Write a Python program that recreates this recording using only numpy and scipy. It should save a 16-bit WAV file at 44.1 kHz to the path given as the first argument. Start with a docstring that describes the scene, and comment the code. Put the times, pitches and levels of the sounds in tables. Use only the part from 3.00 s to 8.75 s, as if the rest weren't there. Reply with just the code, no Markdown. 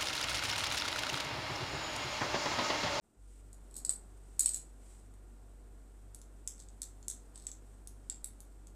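"""Air, a faint rustle of clothes and a motor's steady hum fade in as the input opens, in a small shop
lined with shelves of cloth. The hum is built from sine tones that waver slightly.
Then stacked bangles knock together on moving wrists. The arm damps each bangle, so a knock is a bright
ring of a few milliseconds, made of short decaying modes, followed by the short echo of the room.
Air and cloth are shaped noise that grows as the arms move."""
import sys
import numpy as np
from scipy import signal
from scipy.fft import rfft, irfft
from scipy.io import wavfile

SR = 44100
rng = np.random.default_rng(int(sys.argv[2]) if len(sys.argv) > 2 else 0)


def wav_out(sig):
    """Save sig, one row per channel (or a flat mono array), as 16-bit PCM at SR to the path in sys.argv[1]."""
    wavfile.write(sys.argv[1], SR, np.round(np.clip(np.atleast_2d(sig).T, -1, 1) * 32767).astype(np.int16))


N = 253575  # length [samples]

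# bangle knocks: (time [s], strength [dB], main ring [Hz],
# extra ring of the middle modes [dB], extra ring of the high modes [dB])
KNOCKS = [(0.5291, -40, 8070, 4, 4.5), (0.7103, -45.5, 8150, -3, 2), (0.7656, -27.5, 8300, 3, 5),
          (0.779, -36.5, 7450, 3, 1), (0.8488, -19, 7960, -8, -7), (0.893, -13, 8090, -22, -23),
          (0.9052, -26.5, 7980, -3, 7), (1.3933, -12, 8220, 8.5, 4), (1.3949, -14, 8160, 10, 3.5),
          (1.406, -13.5, 7940, -4, -2), (1.4589, -10.5, 8210, -12, -4.5), (1.491, -22.5, 8000, 4, -4),
          (1.5433, -19.5, 7820, 6.5, 0.5), (2.1383, -51.5, 8230, -2, 1.5), (3.1463, -32.5, 8240, 6.5, 6.5),
          (3.2152, -41.5, 7470, 7, 2), (3.4747, -19, 7750, 6.5, 1), (3.6003, -36.5, 7300, 3, -3),
          (3.686, -43.5, 7940, 6, -10), (3.8178, -24, 7930, 6, 1.5), (3.8301, -29, 7700, -8, -4),
          (4.0272, -45, 7400, 5, -7), (4.0815, -19, 7700, 10.5, 9), (4.0992, -23.5, 8330, 6, -8),
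          (4.1115, -28.5, 7700, -7, -4), (4.357, -36, 8130, -6, -12), (4.3762, -38.5, 8100, 0, -1),
          (4.4676, -23, 7870, -4, -7.5), (4.5151, -31.5, 7540, 5, -5), (4.8725, -32.5, 8080, 4.5, 10),
          (5.098, -21.5, 7730, -9, -8.5), (5.243, -25, 8050, 0.5, 6.5), (5.4037, -37.5, 8100, 5, 10),
          (5.6698, -42.5, 7900, 8, 2)]
MEDIUM_DB = -25  # strength of a medium knock


def gain_of(db):
    """Decibels to amplitude."""
    return 10 ** (np.asarray(db) / 20)


def evened(x):
    """Scales to an rms of 1."""
    return x / np.sqrt(np.mean(x ** 2) + 1e-20)


def read(points, hz):
    """Reads a spectrum table on a log-frequency axis."""
    f, value = np.transpose(points)
    return np.interp(np.log(hz + 1), np.log(f + 1), value)


def add(mix, s, sound):
    """Mixes a sound in at time s."""
    part = mix[round(s * SR):][:len(sound)]
    part += sound[:len(part)]


def scatter():
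    """One random number between -1 and 1."""
    return 2 * rng.random() - 1


def noise(spectrum):
    """Noise of rms 1 with the given spectrum."""
    hz = np.fft.rfftfreq(N, 1 / SR)
    shaped = rfft(rng.standard_normal(N)) * gain_of(read(spectrum, hz))
    return evened(irfft(shaped, N))


def drift(rate_hz):
    """Random wander of rms 1, mostly slower than rate_hz."""
    hz = np.fft.rfftfreq(N, 1 / SR)
    slow = (hz > 0) / (1 + (hz / rate_hz) ** 4)
    return evened(irfft(rfft(rng.standard_normal(N)) * slow, N))


def bump(s, half_s):
    """A smooth swell of height 1 around time s."""
    return np.exp(-((np.arange(N) / SR - s) / half_s) ** 2)


def opening(depth_db, start_s, full_s):
    """Gain of a background layer while the input opens: it rises from depth_db to 0 dB."""
    return gain_of(np.interp(np.arange(N) / SR, [start_s, full_s], [depth_db, 0]))


def air(still_db=-63.5):
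    """Dull wash of moving air in the room, a little stronger while the arms sweep."""
    # room air: (frequency [Hz], relative level per Hz [dB])
    air_spectrum = [(20, -4), (45, -2), (64, -1.5), (85, -2), (130, -8), (250, -3.5), (390, -6.5),
                    (520, -13), (720, -12.5), (1000, -18), (1500, -21.5), (2300, -29.5), (5000, -35.5),
                    (14000, -35.5)]
    # brisk sweeps of the arms stir the air: (time [s], half length [s], level [dB])
    arm_sweeps = [(0.874, 0.24, -63.5), (1.5, 0.25, -66.5), (4.35, 0.46, -68.5)]
    stirred = sum(gain_of(db) * bump(s, half_s) for s, half_s, db in arm_sweeps)
    level = np.hypot(gain_of(still_db), stirred)
    return level * opening(depth_db=-8.0, start_s=0.14, full_s=0.49) * noise(air_spectrum)


def movement(half_s=0.29, per_db=0.3982):
    """The arms move around every knock, farther for a harder one; a lone medium knock peaks at 1."""
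    power = 0
    for s, db, *_ in KNOCKS:
        size = gain_of(per_db * (db - MEDIUM_DB))
        power = power + (size * bump(s, half_s)) ** 2
    return np.sqrt(power)


def cloth(still_db=-75.0, stirred_db=-82.0, grain_db=1.0):
    """Fabric slides as the body sways: a fine, slightly uneven hiss that grows with each arm move and swish."""
    # rubbing cloth and faint hiss, with the microphone's resonance near 8 kHz:
    # (frequency [Hz], relative level per Hz [dB])
    hiss_spectrum = [(500, -20.5), (2000, -9), (4500, -11.5), (6300, -8), (7300, -2.5), (8100, 3.5),
                     (8900, -2.5), (9400, -1), (9800, -9), (11500, -18), (14000, -16.5)]
    # the veil and sleeves brush past: (time [s], half length [s], level [dB])
    fabric_swishes = [(0.347, 0.098, -70.5), (1.923, 0.11, -65), (4.7, 0.088, -75)]
    swishes = sum(gain_of(db) * bump(s, half_s) for s, half_s, db in fabric_swishes)
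    moved = gain_of(stirred_db) * movement()
    rub = np.sqrt(gain_of(still_db) ** 2 + moved ** 2 + swishes ** 2)
    rub = rub * opening(depth_db=-6.0, start_s=0.18, full_s=0.22)
    grain = gain_of(grain_db * drift(60.0))
    return rub * grain * noise(hiss_spectrum)


def motor(waver_db=0.5, slip_turns=0.01204, start_s=0.16, fade_s=0.032):
    """Hum of a motor turning just under mains speed, with a few faint whines; it fades in as the input opens."""
    # steady tones of the motor: (frequency [Hz], rms level [dB])
    motor_tones = [(48.4, -53.5), (96.9, -68.5), (145.3, -87.5), (177.6, -86), (301.5, -81.5),
                   (484.5, -83.5), (532.9, -95), (1400, -87)]
    # two close tones near twice the mains rate that beat with it: (frequency [Hz], rms level [dB])
    beating_tones = [(98.0, -77), (100.0, -76)]
    t = np.arange(N) / SR
    tones = np.zeros(N)
    for hz, db in [*motor_tones, *beating_tones]:
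        turns = hz * t + rng.random() + slip_turns * drift(1.5)
        level = gain_of(db + waver_db * drift(3.9))
        tones += level * np.sqrt(2) * np.sin(2 * np.pi * turns)
    return tones * (1 - np.exp(-np.maximum(t - start_s, 0) / fade_s))


def ring(hz, rise_s):
    """A heavily damped mode: swells for a few cycles and dies within milliseconds."""
    t = np.arange(SR // 80) / SR
    envelope = t / rise_s * np.exp(1 - t / rise_s)
    return envelope * np.sin(2 * np.pi * (hz * t + rng.random()))


def knock(modes, main_hz, shares_db, main_db=-8.5, main_rise_s=0.00043, detune=0.012):
    """One bangle strikes another: a main ring plus low, middle and high modes, with a peak of 1."""
    sound = gain_of(main_db) * ring(main_hz, main_rise_s)
    for hz, db, rise_s in modes:
        group = np.searchsorted([6000, 8000], hz)  # 0 low, 1 middle, 2 high
        mode = ring(hz * (1 + detune * scatter()), rise_s)
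        sound += gain_of(shares_db[group] + db) * mode
    return sound / abs(signal.hilbert(sound)).max()


def rattles(gap_s=0.009, main_hz=8050, clang_db=-3, spread_db=4):
    """The stack slides and jostles in tiny contacts at uneven intervals, as rows like those of the knocks."""
    # bouts of jostling: (start [s], length [s], strength [dB])
    jostles = [(0.746, 0.05, -39.5), (1.399, 0.1, -32), (1.532, 0.045, -29.5), (3.582, 0.06, -47.5),
               (4.346, 0.11, -48.5)]
    rows = []
    for start_s, length_s, db in jostles:
        for k, (late, size) in enumerate(rng.uniform(-1.1, 1, size=(20, 2))):
            if k * gap_s < length_s:
                s = start_s + (k + late / 2) * gap_s
                rows.append((s, db + spread_db * size, main_hz, clang_db, clang_db))
    return rows


def shop(send_db, build_s=0.0069, wander=0.19):
    """The paths from one wrist position: direct sound, a few near echoes, then a diffuse tail."""
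    # echoes off the arm, the body and the nearest shelf: (delay [s], level [dB])
    near_echoes = [(.0011, -18), (.0032, -12.5), (.0073, -13), (.0086, -23), (0.0124, -22)]
    # time for the tail to fall by 60 dB: (frequency [Hz], time [s])
    room_t60 = [(1500, 0.34), (4000, 0.22), (8000, 0.24), (10500, 0.21), (14000, 0.16)]
    # tone of the tail: (frequency [Hz], relative level [dB])
    room_colour = [(1500, 4), (4000, 2), (6500, 1.5), (8000, -2.5), (10000, 0), (12000, 6.5), (14000, 1.5)]
    size = SR // 2
    # sparse random reflections, about 3000 a second
    taps = rng.standard_normal(size) * (rng.random(size) < 3000 / SR)
    hz, t, z = signal.stft(taps, SR, nperseg=256)
    decay_db = 60 * t / read(room_t60, hz)[:, None]
    z *= gain_of(read(room_colour, hz)[:, None] - decay_db)
    tail = signal.istft(z, SR, nperseg=256)[1][:size]
    tail *= 1 - np.exp(-(np.arange(size) / SR / build_s) ** 2)  # reflections need time to gather
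    paths = gain_of(send_db) * tail / np.linalg.norm(tail)
    paths[0] += 1  # direct sound
    for delay_s, db in near_echoes:
        add(paths, delay_s * (1 + wander * scatter()), gain_of([db]))
    return paths


def bangles(travel_s=0.0008, rebound_s=0.0019, rebound_db=-9, rebound_spread_db=0.5, arms_lift_s=3.0):
    """Each knock rebounds once, and reaches the microphone by its own paths, since the arms keep moving."""
    # other modes of the stack hanging at the wrist: (frequency [Hz], level [dB], time to the top [s])
    wrist_modes = [(1640, -11, .00015), (2600, -15, 0.00016), (3860, -16, 0.00036), (4320, 1, 0.00028),
                   (5250, -5, 0.00039), (5780, -5, .0005), (6935, -5, 0.00078), (10050, -4, 0.00051),
                   (11600, -10, 0.00021), (13800, -14.5, 0.00059)]
    # and once the arms lift and it slides along the forearm: (frequency [Hz], level [dB], time to the top [s])
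    forearm_modes = [(2000, -5, 0.00015), (3666, -1.5, 0.00042), (4330, -7.5, 0.00077),
                     (5080, 3.5, 0.00019), (6640, 2, 0.00023), (6990, -5.5, 0.00018), (9530, -0.5, 0.00025),
                     (10110, -6.5, 0.00054), (12200, -13.5, 0.00032), (12900, -12, 0.00031)]
    # a hard knock rings mostly in its main mode, a soft one is duller; rows for low, middle, high modes:
    # (share at a medium knock [dB], change per dB of strength [dB])
    mode_groups = [(-27.0, -0.2766), (-19, -0.18), (-16.5, -0.1)]
    share_db, slope = np.transpose(mode_groups)
    out = np.zeros(N)
    for s, db, main_hz, middle_db, high_db in [*KNOCKS, *rattles()]:
        if s < arms_lift_s:
            modes, send_db = wrist_modes, -2
        else:
            modes, send_db = forearm_modes, -4  # lifted arms are heard more directly
        shares_db = share_db + slope * (db - MEDIUM_DB) + [0, middle_db, high_db]
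        sound = knock(modes, main_hz, shares_db)
        rebound_gain = gain_of(rebound_db + rebound_spread_db * scatter())
        rebound = rebound_gain * knock(modes, main_hz, shares_db)
        add(sound, rebound_s * (1 + 0.15 * scatter()), rebound)
        in_shop = signal.fftconvolve(sound, shop(send_db))
        add(out, s + travel_s, gain_of(db) * in_shop)
    return out


def scene():
    """All sources at one microphone."""
    return (air() + cloth() + motor() + bangles())[None]


def record(dry, open_s=0.043, edge_hz=14050):
    """The input opens with a short fade, then a steep low-pass filter limits the treble."""
    fade = np.minimum(np.arange(N) / SR / open_s, 1) ** 2
    low_pass = signal.firwin(301, edge_hz, window=("kaiser", 8), fs=SR)
    return signal.oaconvolve(dry * fade, low_pass[None], "same")


dry = scene()
out = record(dry)
wav_out(out)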